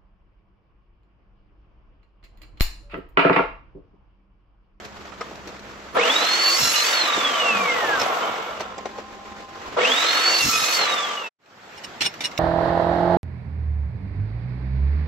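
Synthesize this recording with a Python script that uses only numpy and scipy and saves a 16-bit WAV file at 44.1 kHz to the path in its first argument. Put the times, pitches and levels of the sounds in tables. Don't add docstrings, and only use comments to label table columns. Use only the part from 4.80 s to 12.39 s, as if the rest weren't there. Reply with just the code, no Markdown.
import sys
import numpy as np
from scipy import signal
from scipy.io import wavfile
from scipy.ndimage import uniform_filter1d

SR = 44100
rng = np.random.default_rng(int(sys.argv[2]) if len(sys.argv) > 2 else 0)


def generate_wav(sig):
    pcm = np.round(np.clip(np.atleast_2d(sig).T, -1, 1) * 32767).astype(np.int16)
    wavfile.write(sys.argv[1], SR, pcm)


def invert_db(x):
    u = np.asarray(x, float) / 20
    return 10 ** u


N = 334719

# (on [s], off [s], coasting drag [1/s], whine lost [s], start thump [dB])
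RUNS = [
    (1.14, 2.114, .55, 3.225, -35),
    (4.959, 5.956, .62, 6.5, -38),
]
# (time [s], load [0-1], speed sag [Hz])
CUTS = [
    [(1.6, 0.08, 3.6), (1.7, 0.4, 13), (1.77, 0.55, 40), (1.83, 0.96, 72), (1.95, 0.7, 128),
     (2.04, 0.61, 95), (2.12, 0.27, 21), (2.2, 0.01, 5)],
    [(5.45, 0.07, 5.8), (5.55, 0.36, 31), (5.61, 0.83, 55), (5.67, 1, 270), (5.76, 0.87, 335),
     (5.83, 0.81, 350), (5.89, 0.59, 290), (5.956, 0.61, 108), (6.02, 0, 5)],
]
# (time [s], level on the whine [dB])
WHINE_SWELLS = [
    [(1.17, 2.5), (1.3, 2.5), (1.45, 1.5), (1.58, -1), (1.72, 2), (2.1, -4), (2.2, 2), (2.55, 0),
     (3.2, 1.5)],
    [(4.99, 2), (5.12, 4), (5.25, 0), (5.4, -1.5), (5.55, 0.5), (5.9, -2.5), (6.0, -0.5), (6.2, -1.5),
     (6.45, 0)],
]
# (time [s], level [dB])
CANCELS = [(1.225, -8), (1.256, -6), (1.285, -5), (1.345, -6), (1.406, -8), (1.446, -5), (1.48, -9),
           (1.578, -6), (2.125, -10), (2.242, -7), (2.272, -16), (2.318, -14), (2.362, -15), (2.4, -7),
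           (2.432, -11), (2.526, -6), (2.575, -15), (2.74, -8), (2.794, -9), (2.83, -7), (3.0, -6),
           (4.995, -8), (5.039, -14), (5.072, -5), (5.158, -8), (5.206, -8), (5.245, -8), (5.318, -5),
           (5.398, -10), (6.07, -6), (6.15, -7), (6.216, -8), (6.28, -7), (6.36, -14), (6.432, -9)]
# (share of the whine pitch [1], level below it [dB])
SHAFT = [(.078, -11), (.166, -13.5)]
# (frequency [Hz], width [Hz], boost [dB])
PANELS = [(1625, 140, 7.5), (2140, 90, 10), (2390, 58, 6), (2676, 240, 10.5), (2927, 94, 9),
          (3376, 97, 9.5), (3570, 80, 6), (3763, 48, 11.5), (3920, 36, 7.5), (4000, 40, 6), (4180, 120, 9),
          (4310, 40, 6), (4446, 97, 10)]
# (first [dB], second [dB])
BURIED_DB = (-24, -11.5)
# (full speed [dB], added at rest when driven [dB], when coasting [dB],
# added by load [dB], power of the last die-away [1])
LAYERS = [
    (-29, 10, 6.5, -5, 1.09),
    (-22.5, 0.5, -10, -5, 1.15),
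    (-32, -11, -14.5, 7.5, 1.2),
    (-64.5, 13, 19, 33, 0.41),
]
BITE = (1.3, 1.4, 0.72, 2.46)
# (frequency [Hz], density [dB/Hz])
RATTLE = [(110, -39.5), (180, -14.5), (402, -8.5), (506, -3), (1040, -1), (1360, -3), (1600, -8.5),
          (2080, -30.5), (3520, -120)]
RUSH = [(880, -9.5), (1500, -5.5), (1650, -2.5), (2160, -4), (2960, -5), (4800, -18.5), (6240, -52),
        (10600, -120)]
FIZZ = [(2710, -16.5), (4600, -4.5), (5630, -3), (7780, -8.5), (8530, -16), (8850, -30), (9000, -41.5),
        (11700, -72), (19800, -120)]
RUMBLE = [(30, -23), (80, -3), (200, -2.5), (320, -1)]
# (frequency [Hz], density [dB/Hz])
SIZZLE = [(8600, -8), (9400, -8), (10500, -5.5), (12300, -1), (14200, -8.5), (15800, -14)]
BEARING = [(10000, -31.5), (11200, -7.5), (12400, -5.5), (13600, -11.5), (14800, -34.5)]
# (frequency [Hz], width [Hz], boost [dB])
HOUSING = [(482.7, 52, 7.5), (705, 89, 3), (1156, 160, 2), (1353, 83, 6), (1700, 48, -2), (2075, 94, 2),
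           (2900, 70, 3.5), (3425, 99, 6.5), (3725, 120, 6.5)]
# (frequency [Hz], density [dB/Hz])
PLATE = [(900, -30), (1200, -4.5), (4000, -2), (7000, -6), (8200, -30)]
# (frequency [Hz], width [Hz], boost [dB])
BLADE = [(1207, 40, 12.5), (2075, 40, 14), (2535, 40, 14.5), (2900, 41, 14), (3420, 40, 13.5),
         (3610, 44, 15), (3740, 40, 14.5), (4110, 40, 14), (4760, 40, 11), (5300, 50, 13.5), (5480, 40, 15),
         (6430, 37, 14.5), (6880, 40, 13), (7500, 40, 11)]
# (start [s], end [s])
CUT_SPANS = [(1.55, 2.3), (5.4, 6.1)]
# (time [s], length [s], start pitch [Hz], end pitch [Hz], level [dB])
SQUEALS = [(1.25, 0.29, 1300, 1285, -34), (5.101, 0.39, 1305, 1305, -34.5), (1.74, .06, 2075, 2070, -29),
           (1.8, .22, 7500, 7480, -44), (1.86, 0.23, 6540, 6500, -36.5), (1.93, 0.088, 2900, 2900, -27),
           (2.03, 0.15, 1190, 1192, -47), (2.26, 0.63, 1180, 1130, -29), (2.531, .12, 665, 628, -32),
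           (2.75, 0.25, 511, 479, -32.5), (3.194, 0.0364, 5320, 5340, -31.5), (3.8, 1.17, 1048, 1039, -47),
           (3.95, 0.91, 794, 793, -47.5), (5.6, 0.28, 6630, 6540, -35), (5.68, 0.18, 5320, 5300, -34.5),
           (5.83, 0.22, 1187, 1182, -37.5), (5.959, 0.047, 2050, 2075, -28.5),
           (6.05, 0.39, 1174, 1166, -27.5)]
# (time [s], length [s], start pitch [Hz], end
# pitch [Hz], level [dB])
SAW_NOTES = [(1.62, 0.083, 4170, 4150, -32), (1.63, .18, 1113, 1100, -33.5), (1.89, 0.12, 5485, 5465, -37.5),
             (1.93, .17, 2530, 2538, -34), (1.93, .12, 1197, 1190, -32.5), (1.94, 0.19, 3500, 4735, -40),
             (2.08, .05, 2073, 2073, -32.5), (5.54, .09, 4110, 4130, -28.5), (5.63, .09, 4100, 4100, -33),
             (5.62, .11, 5460, 5485, -31), (5.64, 0.052, 2715, 2712, -33), (5.715, 0.078, 2535, 2525, -25.5),
             (5.79, 0.17, 2525, 2530, -33), (5.76, .15, 3822, 3825, -32), (5.73, .13, 5700, 5185, -39),
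             (5.68, 0.16, 1197, 1190, -34), (5.15, 0.275, 3680, 3730, -30),
             (2.2, .06, 345, 335, -38), (2.4, .15, 280, 255, -40), (2.69, .18, 228, 185, -39),
            (2.47, .1, 525, 505, -37), (3.0, .16, 385, 340, -41), (2.9, .12, 1115, 1110, -36),
            (3.22, .26, 1100, 1085, -36), (3.27, .07, 765, 755, -34), (3.53, .1, 470, 455, -38),
            (3.08, .08, 1005, 995, -34), (3.3, .3, 1420, 1400, -42), (1.9, .12, 2740, 2735, -36),
            (5.85, .09, 2530, 2530, -35), (5.7, .16, 5260, 5240, -35), (5.66, .1, 6520, 6480, -35)]
# (time [s], length [s], multiple of the tooth rate [1], level [dB])
TEETH = [(1.66, .08, 3, -33), (1.659, 0.058, 2, -29.5), (1.65, .17, 5, -37), (1.742, 0.165, 4, -25.5),
         (1.773, .13, 2, -31.5), (1.795, .13, 3, -27), (1.785, .15, 5, -32), (1.822, 0.078, 1, -32.5),
         (1.93, .1, 4, -44), (1.95, .095, 3, -24), (5.499, 0.065, 2, -29.5), (5.5, 0.13, 4, -41),
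         (5.499, 0.04, 5, -36), (5.59, 0.066, 2, -22.5), (5.67, 0.19, 1, -30)]
# (time after trigger [s], length [s], start pitch [Hz], end pitch [Hz], level [dB])
GROWLS = [
    (.01, .06, 400, 410, -30),
    (0.0081, .09, 492, 485, -22.5),
    (.095, .07, 480, 468, -27),
    (0.0065, 0.033, 650, 690, -27.5),
    (0.04, .13, 646.5, 675, -31),
]
# (time [s], length [s], pitch [Hz], level [dB])
PINGS = [(1.13, .05, 12300, -53), (1.13, .05, 10500, -52), (1.39, 0.17, 3660, -35), (1.37, 0.13, 3400, -35),
         (2.12, .07, 3740, -33), (2.22, .1, 3610, -33), (3.4, 0.32, 2210, -43), (3.183, .06, 5280, -38),
         (3.423, 0.036, 3090, -37), (3.475, .025, 3080, -40), (3.977, 0.013, 3420, -47),
         (3.978, 0.0119, 4970, -44), (3.979, 0.01, 6000, -46), (3.979, .012, 7150, -43)]
# (time [s], length [s], start pitch [Hz], end pitch [Hz], level [dB])
HUM = [
    (0, 1.19, 67.7, 66.5, -54.5),
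    (0, 1.1, 132, 134, -61.5),
    (0, 1.46, 199.1, 198.8, -52.5),
    (3.7, 0.96, 206.2, 206, -52),
    (3.703, 1.52, 69.6, 73.9, -60),
]
# (time [s], peak [dB], centre [Hz], treble below the peak [dB], left-right [dB])
KNOCKS = [(0.047, -35.5, 557, 6.5, 1.0), (0.219, -35, 900, -5, 0), (0.552, -36, 600, 1, 0),
          (0.688, -29.5, 500, -9, 0), (0.495, -30, 450, -8, 0), (0.319, -30, 1330, -24, -11),
          (0.409, -19, 1140, -9.5, 3), (0.509, -25.5, 487, -15, -2), (0.671, -25, 498, -3.5, 2),
          (0.791, -38, 404, 2, 4), (0.859, -46, 466, -15, -1), (3.195, -20, 920, 3, -3.5),
          (3.213, -16, 670, 0, 1), (3.229, -22, 900, 0, -1), (2.372, -17, 480, -14, 0),
          (3.795, -25.5, 800, -5, 0), (3.804, -17.5, 780, -6.5, -2), (3.98, -23.5, 850, -11, -2.5),
          (4.054, -19, 750, -10, 3), (4.182, -21, 660, -14, 3.5)]
# (time [s], peak [dB], rise [s], fall [s], ring [dB])
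TUBES = [(6.659, -57, .002, .01, -70), (6.967, -45, 0.014, 0.016, -41.5),
         (7.033, -34.5, 0.015, 0.012, -34.5), (7.206, -23, 0.003, 0.016, -28),
         (7.213, -24, 0.0063, 0.041, -26), (7.243, -24, 0.022, 0.015, -19), (7.338, -38, 0.003, 0.014, -50),
         (7.405, -29, 0.0029, 0.037, -33), (7.436, -27, 0.013, 0.005, -21), (7.453, -26, 0.003, .02, -20),
         (7.512, -41, 0.003, 0.016, -58), (7.575, -27, 0.0031, 0.019, -37)]
# (frequency [Hz], level [dB])
TUBE_MODES = [(2880, -4), (5400, -4), (8600, -12.5)]
# (frequency [Hz], density [dB/Hz])
SCRAPE = [(71, -52), (120, -11.5), (707, -13.5), (1250, -12), (2350, -2), (3130, -10), (4250, -6.5),
          (5100, -12.5), (5540, -7), (8670, -24), (9790, -34), (12300, -22), (14700, -40), (15800, -48)]
# (time [s], pitch [Hz], level [dB], fall [s])
CLINKS = [(0.409, 463, -32, .02), (0.409, 1039, -34, .02), (0.409, 1254, -29, .018),
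          (0.409, 5243, -38, .01), (3.982, 820, -33, .007), (4.055, 393, -34, .016),
          (4.055, 754, -25, .012), (4.055, 1050, -32, .014), (4.055, 2121, -36, .008),
          (4.185, 620, -32, .014), (4.187, 1050, -34, .012), (7.208, 300, -33, .012),
          (7.208, 2401, -29, .02), (7.209, 2676, -28, .018), (7.213, 4156, -33, .02),
          (7.23, 2300, -33, .015), (7.339, 2900, -46, .012), (7.339, 1710, -46, .012),
          (7.406, 300, -36, .01), (7.406, 2342, -31, .02), (7.406, 3655, -31, .014),
          (7.406, 3182, -38, .014), (7.406, 4517, -39, .016), (7.275, 5400, -42, .04),
          (7.47, 5420, -44, .04), (7.516, 2120, -46, .015), (7.576, 2180, -30, .014),
          (7.576, 2800, -33, .014), (7.577, 3700, -35, .012), (7.578, 5400, -31, .014),
          (2.365, 220, -34, .02), (3.215, 260, -32, .03)]
# (frequency [Hz], density [dB/Hz])
SHOP = [(15, -39), (25, -18.5), (70, -2.5), (144, -18), (194, -6), (471, -2), (511, -3.5), (786, -6),
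        (1310, -4.5), (1460, -7), (6610, -22), (7360, -24), (9130, -41), (13000, -33), (15600, -54.5)]
BENCH = [(15, -48), (25, -36), (129, -12), (199, -11), (634, -11.5), (725, -9.5), (1150, -12),
         (1420, -10.5), (1630, -12), (7560, -29), (9380, -50), (13000, -36), (15600, -56)]
# (frequency [Hz], coherence [0-1])
SAME = [(60, 0.52), (150, 0.93), (380, 0.94), (700, 0.92), (1300, 0.12), (2400, 0.19), (6000, 0.12),
        (9000, 0.18), (15000, .05)]
# (frequency [Hz], phase [rad])
LEAD = [(0, 1), (860, -0.93), (4480, 0.39), (9130, -2.2), (10600, -1.5), (15300, -6)]
# (frequency [Hz], level [dB])
LEAN = [(60, -1), (150, -1.5), (380, -1), (950, 1.0), (2380, -2), (5980, -1.5), (15000, -3.5)]
# (time [s], length [s])
STARVED = [
    (1.26, .09),
    (1.6, .12),
    (2.02, .13),
    (2.26, .08),
    (5.52, .05),
    (5.84, .09),
]

SLICE_HZ = 46.875
TOP_HZ, KICK_HZ, SPIN_UP_S, FRICTION_HZ = 4575, 1107, 0.155, 2262
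BREAKAWAY_S = 0.016
TOOTH_SHARE = 0.308
WHINE_DB, COAST_DB, BURIED_LOAD, FLUTTER_DB = -30.5, -2, 0.48, 1.5
CANCEL_S = 0.009
CRAWL = 0.29
DELAY_S, START_S, AIRFLOW_S, THUMP_S = 0.0023, 0.014, 0.11, 0.018
LABOUR_DB_PER_HZ = -0.0044
BLADE_DB = -34
AIR_DB, DUCK_KNEE_DB, DUCK_POWER, BENCH_AIR_DB = -42.5, -30, 1.1, -42
SHUFFLE_S, SHUFFLE_WIDTH_S, SHUFFLE_DB = 4.89, 0.13, 3.5
CUT_OFF_S, CUT_RAMP_S = 6.497, 0.022
FADE_OUT_S, DARK_S, FADE_IN_S, LIGHT_S = 0.6, 6.629, 0.45, 6.585
BASS_EDGE_HZ, STARVED_DB = 190, -18
SAW_SPAN, CLAMP_SPAN, SHOP_SPAN, BENCH_SPAN = (1.1, 6.6), (0, 4.4), (0, 6.6), (6.4, 8)


def evened(x):
    return x / np.sqrt(np.mean(x ** 2) + 1e-20)


def read(points, hz, outside=None):
    f, value = np.transpose(points)
    return np.interp(np.log(np.abs(hz) + 1), np.log(f + 1), value, outside, outside)


def resonances(modes, hz):
    return sum(boost / (1 + (2 * (hz - f) / width) ** 2) for f, width, boost in modes)


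def noise(spectrum, boosts=(), patchy_db=0.5, span=(0, 8)):
    hz = np.fft.rfftfreq(1024, 1 / SR)
    first, last = int(span[0] * SR), min(int(span[1] * SR), N)
    a, b, c, d, patches = rng.standard_normal((5, (last - first) // 256 + 5, 513), dtype=np.float32)
    patches = uniform_filter1d(patches, size=8, axis=1)
    patches = evened(uniform_filter1d(patches, size=6, axis=0))
    db = read(spectrum, hz, -120) + resonances(boosts, hz) + patchy_db * patches
    same = np.clip(read(SAME, hz), -1, 1)
    lean = invert_db(read(LEAN, hz) / 2)
    left = a + 1j * b
    right = same * np.exp(-1j * read(LEAD, hz)) * left + np.sqrt(1 - same ** 2) * (c + 1j * d)
    z = (np.array([left * lean, right / lean]) * invert_db(db)).astype(np.complex64)
    part = signal.istft(z, nperseg=1024, noverlap=768, time_axis=1, freq_axis=2)[1][:, :last - first]
    out = np.zeros((2, N))
    out[:, first:last] = part / np.sqrt(np.mean(part.mean(0) ** 2))
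    return out


def sliced(jump_db, dip):
    at = np.arange(N) * SLICE_HZ / SR
    levels = np.clip(rng.standard_normal(int(at[-1]) + 2), -3, 1.6)
    return invert_db(jump_db * np.interp(at, np.arange(len(levels)), levels)) * (1 + dip * np.cos(2 * np.pi * at))


def tone(hz, wander_hz=9.0, swap=0.9, slip=0.6, speedup=2.2):
    at = np.arange(len(hz)) * SLICE_HZ / SR
    drift = uniform_filter1d(rng.standard_normal((len(hz), 3)), size=700, axis=0)
    drift = evened(uniform_filter1d(drift, size=700, axis=0)).T
    hz = hz + wander_hz * drift[0]
    turns = 2 * np.pi * np.cumsum(hz) / SR
    slips = slip * rng.standard_normal(int(at[-1]) + 3)
    lag = read(LEAD, hz) + swap * drift[1]
    lean = invert_db(read(LEAN, hz) / 2 + 0.62 * drift[2])
    out = np.zeros((2, len(hz)))
    for odd in (0, 1):
        middle = 2 * np.round((at - odd) / 2) + odd
        held = np.interp(middle, at, turns) + 2 * np.pi * np.interp(middle, at, hz) * (at - middle) / SLICE_HZ
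        phase = held + (turns - held) / speedup + slips[middle.astype(int)]
        ports = np.array([lean * np.sin(phase + lag / 2), np.sin(phase - lag / 2) / lean])
        out += np.cos(np.pi / 2 * (at - middle)) ** 2 * ports
    return np.sqrt(2) * out


def add(mix, s, rise, fall, sound):
    t = np.arange(int((rise + 3 * fall) * SR)) / SR
    span = slice(int(s * SR), min(int(s * SR) + len(t), N))
    shape = np.clip(t / rise, 0, 1) * np.exp(-np.clip(t - rise, 0, None) / (fall / 1.71))
    mix[:, span] += sound(span) * shape[:span.stop - span.start]


def drive():
    t = np.arange(N) / SR
    s, load, sag = np.transpose(CUTS[0] + CUTS[1])
    load = np.clip(np.interp(t, s, load), 0, 1)
    sag = np.interp(t, s, sag)
    hz, driven, singing = np.zeros((3, N))
    for on, off, drag, lost, _ in RUNS:
        rising = TOP_HZ - (TOP_HZ - KICK_HZ) * np.exp(-np.abs(t - on) / SPIN_UP_S) - sag
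        rising = rising * (1 - np.exp(-np.abs(t - on) / BREAKAWAY_S))
        falling = (rising[int(off * SR)] + FRICTION_HZ) * np.exp(-drag * (t - off)) - FRICTION_HZ
        hz = np.where(t < on, hz, np.maximum(np.where(t < off, rising, falling), 0))
        driven += (t >= on) & (t < off)
        singing += np.clip(np.minimum((t - on) / 0.028, (lost - t) / 0.015), 0, 1)
    return hz, load, np.clip(uniform_filter1d(driven, size=2000), 0, 1), singing, sag


def whine(hz, load, driven, singing, buried_db):
    shaft = 0
    for share, below_db in SHAFT:
        audible = np.clip(share * hz / 154.0 - 0.6, 0, 1)
        shaft = shaft + invert_db(below_db) * audible * tone(share * hz, wander_hz=14.0)
    flutter = uniform_filter1d(rng.standard_normal(len(hz)), size=500)
    flutter = evened(uniform_filter1d(flutter, size=400))
    db = WHINE_DB + COAST_DB * (1 - driven)
    db += buried_db * np.clip((load - BURIED_LOAD) / 0.35, 0, 1)
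    db += FLUTTER_DB * np.clip(flutter, -3, 1.2)
    mesh = invert_db(resonances(PANELS, hz)) * tone(hz, slip=0.12, swap=0.35)
    return singing ** 2 * invert_db(db) * (mesh + (0.46 + 0.55 * driven) * shaft)


def whine_gain(t):
    swell_db = np.interp(t, *np.transpose(WHINE_SWELLS[0] + WHINE_SWELLS[1]))
    return invert_db(swell_db + sum(db * np.exp(-((t - s) / CANCEL_S) ** 2) for s, db in CANCELS))


def layers(hz, load, driven):
    t, share = np.arange(N) / SR, hz / TOP_HZ
    lost = 1 - np.maximum(share, CRAWL)
    since = np.min([np.where(t < on - DELAY_S, 9, t - on - DELAY_S) for on, *_ in RUNS], axis=0)
    gears = np.clip(since / START_S, 0, 1)
    air = np.clip(since / AIRFLOW_S + 0.29, 0, 1) * gears
    alive = np.where(driven > 0.5, 1, np.clip(share / CRAWL, 0, 1))
    gains = []
    for (db, on_db, off_db, load_db, power), start, bite in zip(LAYERS, (gears, air, air, gears), BITE):
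        speed_db = lost * (driven * on_db + (1 - driven) * off_db)
        gains.append(start * alive ** power * invert_db(db + speed_db + load_db * load ** bite))
    thump = sum(invert_db(db) * (t > on) * np.exp(-np.abs(t - on) / THUMP_S) for on, *_, db in RUNS)
    return gains[:3] + [gains[3] + thump]


def motor(rattle, rush, fizz, rumble):
    out = invert_db(-1.15) * rattle * sliced(1.9, 0.12) * noise(RATTLE, HOUSING, span=SAW_SPAN)
    out += invert_db(-2.5) * rush * sliced(1.0, 0.14) * noise(RUSH, HOUSING, span=SAW_SPAN)
    out += invert_db(-1.0) * fizz * sliced(1.4, 0.13) * noise(FIZZ, span=SAW_SPAN)
    out += invert_db(9.5) * fizz ** 1.767 * noise(SIZZLE, patchy_db=4.5, span=SAW_SPAN)
    bearing = np.minimum(uniform_filter1d(rattle, size=8001, origin=4000), rattle)
    out += invert_db(-16.5) * np.clip(bearing, 0, 1) ** 1.45 * noise(BEARING, patchy_db=4.0, span=SAW_SPAN)
    return out + rumble * sliced(4.5, 0.05) * noise(RUMBLE, patchy_db=2.5, span=SAW_SPAN)


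def blade(load):
    plate = sum(noise(PLATE, BLADE, patchy_db=5.0, span=span) for span in CUT_SPANS)
    return invert_db(BLADE_DB) * load ** 0.64 * sliced(3.5, 0.25) * plate


def squeals(tooth_hz):
    def glide(hz0, hz1, length):
        return np.linspace(hz0, hz1, round(length * SR))

    notes = [(s, glide(hz0, hz1, length), db, 5.4) for s, length, hz0, hz1, db in SQUEALS + HUM]
    notes += [(s, glide(hz0, hz1, length), db, 14.0) for s, length, hz0, hz1, db in SAW_NOTES]
    notes += [(s, glide(hz, hz, length), db, 45.0) for s, length, hz, db in PINGS]
    for s, length, k, db in TEETH:
        notes.append((s, round(k) * tooth_hz[round(s * SR):][:round(length * SR)], db, 13.0))
    for on, *_ in RUNS:
        notes += [(on + s, glide(hz0, hz1, length), db, 18.0) for s, length, hz0, hz1, db in GROWLS]
    out = np.zeros((2, N))
    for s, hz, db, wander_hz in notes:
        window = signal.windows.tukey(len(hz), min(0.4, 2000 / len(hz)))
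        out[:, round(s * SR):][:, :len(hz)] += invert_db(db) * window * tone(hz, wander_hz=wander_hz)
    return out * sliced(1.8, 0.2)


def knocks():
    out, crack, raw = np.zeros((2, N)), noise(SCRAPE, span=CLAMP_SPAN), rng.standard_normal(N)
    for s, db, hz, treble_db, pan_db in KNOCKS:
        band = signal.butter(N=1, Wn=[hz / 2.54, hz * 1.48], btype="band", fs=SR, output="sos")
        gain = invert_db(db - 9.5 + np.array([[pan_db], [-pan_db]]) / 2)

        def thud(span):
            return gain * evened(signal.sosfilt(band, signal.sosfilt(band, raw[span])))

        add(out, s - 0.003, 0.007, 0.024, thud)
        add(out, s, 0.004, 0.018, lambda span: gain * invert_db(treble_db) * crack[:, span])
    return out


def tubes():
    out, grit = np.zeros((2, N)), noise(SCRAPE, patchy_db=3.5, span=BENCH_SPAN)
    for s, db, rise, fall, ring_db in TUBES:
        def ring(span):
            length = span.stop - span.start
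            return sum(invert_db(ring_db + mode_db) * tone(np.full(length, hz), wander_hz=15.5)
                       for hz, mode_db in TUBE_MODES)

        add(out, s, rise, fall, lambda span: invert_db(db) * grit[:, span])
        add(out, s, 1.24 * rise, 0.77 * fall, ring)
    return out


def clinks():
    out = np.zeros((2, N))
    for s, hz, db, fall in CLINKS:
        def ring(span):
            return invert_db(db) * tone(np.full(span.stop - span.start, hz), wander_hz=12.0, swap=0.4)

        add(out, s, 0.0015, fall, ring)
    return out


def workshop(loud):
    recent = np.abs(uniform_filter1d(loud, size=2001, origin=1000))
    ducking = (1 + recent / invert_db(DUCK_KNEE_DB)) ** -DUCK_POWER
    shuffle_db = SHUFFLE_DB * np.exp(-((np.arange(N) / SR - SHUFFLE_S) / SHUFFLE_WIDTH_S) ** 2)
    air = noise(SHOP, patchy_db=1.0, span=SHOP_SPAN)
    return invert_db(AIR_DB + shuffle_db) * ducking * sliced(1.8, 0.1) * air


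def bench():
    return invert_db(BENCH_AIR_DB) * noise(BENCH, patchy_db=2.0, span=BENCH_SPAN)


def scene():
    t = np.arange(N, dtype=np.float32) / SR
    controls = np.array(drive())
    hz, load, driven, _, sag = controls
    gains = layers(hz, load, driven)
    sung = np.zeros((2, N))
    for (on, _, _, lost, _), buried_db in zip(RUNS, BURIED_DB):
        span = slice(int(on * SR), int(lost * SR))
        sung[:, span] = whine(*controls[:4, span], buried_db)
    saw = whine_gain(t) * sung * sliced(1.6, 0.13)
    saw += invert_db(LABOUR_DB_PER_HZ * sag) * motor(*gains)
    saw += blade(load) + squeals(TOOTH_SHARE * hz) + knocks()
    saw += workshop(gains[0] + gains[1])
    fade_out = np.clip((DARK_S - t) / FADE_OUT_S, 0, 1) * np.clip((CUT_OFF_S - t) / CUT_RAMP_S, 0, 1) ** 2
    fade_in = np.clip((t - LIGHT_S) / FADE_IN_S, invert_db(-60.0), 1)
    return saw * fade_out + tubes() + clinks() + bench() * fade_in


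def thinned(x, edge_hz=8200.0, under_db=-23.5):
    hz, _, z = signal.stft(x, SR, nperseg=1024, noverlap=768)
    power = uniform_filter1d(abs(z) ** 2, size=3, axis=2)
    around = uniform_filter1d(power, size=30, axis=1)
    threshold = np.sqrt(abs(around * power.sum(1, keepdims=True))) * invert_db(2 * under_db)
    hidden = (power < threshold) & (hz > edge_hz)[:, None]
    at = np.arange(z.shape[2]) * 256 / SR
    starved = sum((at > s) & (at < s + length) for s, length in STARVED)
    starved = starved * np.clip((BASS_EDGE_HZ - hz[:, None]) / 60.0, 0, 1)
    return signal.istft(z * ~hidden * invert_db(STARVED_DB * starved), SR, nperseg=1024, noverlap=768)[1][:, :N]


def top_cut(x):
    return signal.sosfilt(signal.butter(12, 15800, fs=SR, output="sos"), x)


def record(dry):
    mix = thinned(dry)
    return top_cut(mix)


dry = scene()
out = record(dry)
generate_wav(out)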